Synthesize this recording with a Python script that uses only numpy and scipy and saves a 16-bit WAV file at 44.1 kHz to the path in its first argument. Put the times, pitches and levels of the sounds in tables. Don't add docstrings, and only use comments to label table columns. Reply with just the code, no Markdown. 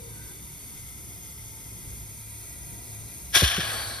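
import sys
import numpy as np
from scipy import signal
from scipy.fft import rfft, irfft
from scipy.io import wavfile

SR = 44100
rng = np.random.default_rng(int(sys.argv[2]) if len(sys.argv) > 2 else 0)


def generate_wav(sig):
    pcm = np.round(np.clip(np.atleast_2d(sig).T, -1, 1) * 32767).astype(np.int16)
    wavfile.write(sys.argv[1], SR, pcm)


N = 176400
T, HZ = np.arange(N) / SR, np.fft.rfftfreq(N, 1 / SR)
RELEASE_S = 3.354

# frequency in Hz, relative level in dB.
BURST_SPECTRUM = [(520, -16), (690, -9.5), (950, -17.5), (1030, -9), (1380, -8), (1640, -1), (1810, -7),
                  (2670, -6.5), (3360, 2.4), (3960, -4.5), (4220, -6), (4740, -8.5), (5430, -6),
                  (5770, -3.5), (5940, -3), (6370, -12.5), (7150, -1), (7410, -21), (8700, -6.5),
                  (13610, -15.5), (14470, -17), (15590, -28)]


def amp(db):
    return 10 ** (np.asarray(db) / 20)


def unit(x):
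    return x / np.sqrt(np.mean(x ** 2) + 1e-20)


def curve(points, hz, column=1):
    columns = np.transpose(points)
    return np.interp(np.log(hz + 1), np.log(columns[0] + 1), columns[column])


def wander(size, span):
    smoothing = np.exp(-(np.fft.rfftfreq(size) * span * 2) ** 2)
    return unit(irfft(rfft(rng.standard_normal(size)) * smoothing, size))


def above(hz):
    return HZ ** 2 / np.sqrt(HZ ** 4 + hz ** 4)


def band(hz, width_hz):
    return 1 / (1 + ((HZ - hz) / width_hz) ** 2 * 2)


def ripple(depth_db, spacing_hz):
    return amp(depth_db * wander(len(HZ), spacing_hz * N / SR))


def flutter(depth_db, span_s):
    return amp(depth_db * wander(N, span_s * SR))


def noise(gain):
    # frequency in Hz, coherence 0-1, left's lead in half turns.
    image_low = [(50, 1, 0), (300, 0.78, 0.33), (905, 0.56, 0.3), (1600, 0.62, 0.26), (2300, 0.79, 0.16),
                 (3030, 0.99, 0.57), (4000, 0.5, 0.12), (4980, 1, 0.15), (5770, .35, 0.41), (6200, 0.35, 1)]
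    image_high = [(6950, 1, 1), (7900, 1, 1), (8250, .85, .87), (8800, .6, .5), (9700, .9, .05),
                  (10400, 1, 0), (12200, 1, 0), (13000, .55, -.45), (13500, 1, -1)]
    # frequency in Hz, left minus right in dB.
    balance = [(200, 0), (750, 2.5), (1600, 2), (3000, 4), (4600, 1), (5800, 6), (6900, 3.5)]
    image = image_low + image_high
    left, other = rng.standard_normal((2, len(HZ))) + 1j * rng.standard_normal((2, len(HZ)))
    coherence = np.clip(curve(image, HZ), 0, 1)
    lag = np.exp(-1j * np.pi * curve(image, HZ, column=2))
    right = (coherence * left + np.sqrt(1 - coherence ** 2) * other) * lag
    lean = amp(curve(balance, HZ) * (HZ < 6850) / 2)
    panned = np.array([left * lean, right / lean]) / np.hypot(lean, 1 / lean)
    return unit(irfft(panned * gain, N))


def shifting_jet(gain, depth_db, spacing_hz, count):
    place = T / T[-1] * (count - 1)
    fades = (np.cos(np.pi / 2 * np.clip(place - k, -1, 1)) for k in range(count))
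    return sum(fade * noise(gain * ripple(depth_db, spacing_hz)) for fade in fades)


def swell(peak_s, length_s, db, hz, width_hz):
    return amp(db) * np.exp(-(2 * (T - peak_s) / length_s) ** 2) * noise(band(hz, width_hz))


def garage():
    # frequency in Hz, relative level in dB.
    spectrum = [(15, -15), (35, -10.5), (57, 3), (85, -7.5), (110, -2.5), (150, -9), (250, -13),
                (400, -16.5), (600, -27.5), (1000, -35.5), (2500, -46)]
    # multiple of the shaft rate, level in dB.
    harmonics = [(2, -55.5), (3, -50), (4, -59), (5, -62.5), (6, -72)]
    shaft_hz = 35.94
    rumble = amp(-47.5) * noise(amp(curve(spectrum, HZ))) * flutter(depth_db=1.34, span_s=0.2)
    hum = sum(amp(db) * noise(band(k * shaft_hz, width_hz=2.9)) for k, db in harmonics)
    return rumble + hum


def glove_rubs():
    # peak time in seconds, length in seconds, level in dB, centre in Hz, width in Hz.
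    rubs = [(.035, 0.14, -48, 473, 26.1), (.24, 0.22, -57.5, 1550, 129), (0.224, 0.47, -55, 343, 203.7)]
    return sum(swell(*rub) for rub in rubs)


def leak_moans():
    # peak time in seconds, length in seconds, level in dB, pitch in Hz, width in Hz.
    moans = [(1.55, 0.66, -63, 888, 11), (2.9, 2.8, -66.5, 950, 47), (2.9, 1.3, -62.5, 693, 100)]
    return sum(swell(*moan) for moan in moans)


def leak():
    # frequency in Hz, relative level in dB.
    spectrum = [(600, -11.5), (690, -7), (760, -13.5), (940, -5), (1110, -17), (1290, -10), (1780, -18),
                (2020, -7.5), (2330, -9.5), (3010, -13), (3190, -11), (3700, -8), (3960, -12),
                (4570, -10.5), (5400, -8.5), (6200, -6.5), (6550, 3.5), (6850, -8.5), (7400, 2),
                (7850, -18), (8130, 2.5), (8900, -5.5), (10000, -2), (10900, -3.5), (12000, -4),
                (13700, -6.5), (15000, -3), (15590, -5)]
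    level_db, growth_db_per_s, fade_s = -42.5, 0.51, 0.26
    jet = shifting_jet(amp(curve(spectrum, HZ)) * above(440), depth_db=3.5, spacing_hz=52.7, count=4)
    pressure = np.clip(1 - (T - RELEASE_S) / fade_s, 0, 1)
    return jet * pressure * amp(level_db + growth_db_per_s * T) * flutter(depth_db=0.47, span_s=0.049)


def fitting_note():
    return swell(peak_s=3.92, length_s=0.35, db=-44, hz=4270, width_hz=530)


def vent():
    # frequency in Hz, relative level in dB.
    spectrum = [(260, -6), (500, -4.5), (690, 4), (1000, -5), (1300, 0), (1580, -5), (2130, -20),
                (2330, -6), (2600, -26), (3300, -4.5), (4550, -1), (5150, -10.5), (6400, -7.5), (7700, -17),
                (8100, 6), (8550, -1), (9200, -14.5), (10000, -6), (11100, -5), (11800, -11), (12700, -8),
                (13500, -21), (14500, -8), (15590, -20)]
    start_s, rise_s, fade_db_per_s = 3.559, 0.18, 22
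    jet = shifting_jet(amp(curve(spectrum, HZ)) * above(240), depth_db=3.5, spacing_hz=30, count=5)
    age = np.maximum(T - start_s, 0)
    envelope = np.minimum(age / rise_s, 1) * amp(-28 - fade_db_per_s * age)
    return jet * envelope * flutter(depth_db=0.5, span_s=0.03)


def hose_knocks():
    # start in seconds, level in dB, settled pitch in Hz, fraction by which it starts
    # sharp, seconds to fall 60 dB.
    knocks = [(3.363, -19.5, 114, 0.2, 0.042), (3.420, -9, 172, 0.51, 0.011),
              (3.427, -18.5, 286, 0.067, 0.012), (3.430, -12, 58.3, 1, .16),
              (3.581, -14.5, 132.5, 0.46, 0.055), (3.589, -21, 89.5, 0.36, 0.056),
              (3.629, -29.5, 99, 0.28, 0.067), (3.873, -32.5, 96, 0.13, 0.076)]
    rise_s, sag_s, scuff_db, scuff_t60_s = 0.0017, 0.012, -5.5, 0.04
    out, t = np.zeros(N), np.arange(SR // 3) / SR
    lowpass = signal.butter(4, 444, fs=SR, output="sos")
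    for start, db, hz, sharp, t60 in knocks:
        turns = np.cumsum(hz * (1 + sharp * np.exp(-t / sag_s))) / SR
        swing = np.sin(2 * np.pi * turns) * amp(-60 * t / t60)
        dull_noise = unit(signal.sosfilt(lowpass, rng.standard_normal(len(t))))
        scuff = dull_noise * amp(scuff_db - 60 * t / scuff_t60_s)
        thud = amp(db) * np.minimum(t / rise_s, 1) * (swing + scuff)
        slot = out[round(start * SR):][:len(t)]
        slot += thud[:len(slot)]
    return out


def seal_crack():
    start_s, rise_s, fade_db_per_s = 3.351, 0.0013, 700
    age = np.maximum(T - start_s, 0)
    envelope = np.minimum(age / rise_s, 1) * amp(-17.5 - fade_db_per_s * age)
    return envelope * noise(amp(curve(BURST_SPECTRUM, HZ)) * above(500))


def burst():
    # resonance in Hz, width in Hz, boost in dB.
    cavities = [(705, 67, 6.5), (1627, 36, 3), (1952, 22, 8), (2290, 18, 11.5), (2520, 20, 5.5),
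                (3020, 33, 3), (2930, 28, 5), (3370, 25, 3), (3420, 32, 3), (4160, 46, 7), (4540, 62, 5.5),
                (5290, 39, 8.5), (6030, 25, 8.5), (9598, 20, 2)]
    # frequency in Hz, seconds to fall 60 dB.
    tail_t60 = [(300, 2.7), (800, 1.63), (1600, 1.98), (3300, 1.23), (6000, 0.97), (10000, 1),
                (15000, 0.88)]
    opening_db_per_s, emptying_db_per_s, tail_db = 1421, 296, -5.5
    boost_db = sum(db * band(hz, width) for hz, width, db in cavities)
    colour = amp(curve(BURST_SPECTRUM, HZ) + boost_db) * above(346)
    jet = noise(colour * ripple(depth_db=1.5, spacing_hz=25.6))
    hz, t, bands = signal.stft(jet, SR, nperseg=256)
    age = np.maximum(t - RELEASE_S, 0)
    blast = amp(-emptying_db_per_s * age)
    tail = amp(tail_db - 60 * age / curve(tail_t60, hz)[:, None])
    dying_jet = signal.istft(bands * np.hypot(blast, tail), SR, nperseg=256)[1][:, :N]
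    opening = amp(opening_db_per_s * np.clip(T - RELEASE_S, -0.2, 0))
    return amp(-12) * opening * dying_jet * flutter(depth_db=1.6, span_s=0.0067)


def scene():
    air = leak() + leak_moans() + seal_crack() + burst() + vent() + fitting_note()
    return air + hose_knocks() + glove_rubs() + garage()


def record(dry):
    ceiling, cutoff_hz = 0.8, 15750
    limited = dry / (1 + (dry / ceiling) ** 8) ** (1 / 8)
    lowpass = signal.firwin(511, cutoff_hz, window=("kaiser", 9), fs=SR)
    return signal.oaconvolve(limited, lowpass[None], "same")


dry = scene()
out = record(dry)
generate_wav(out)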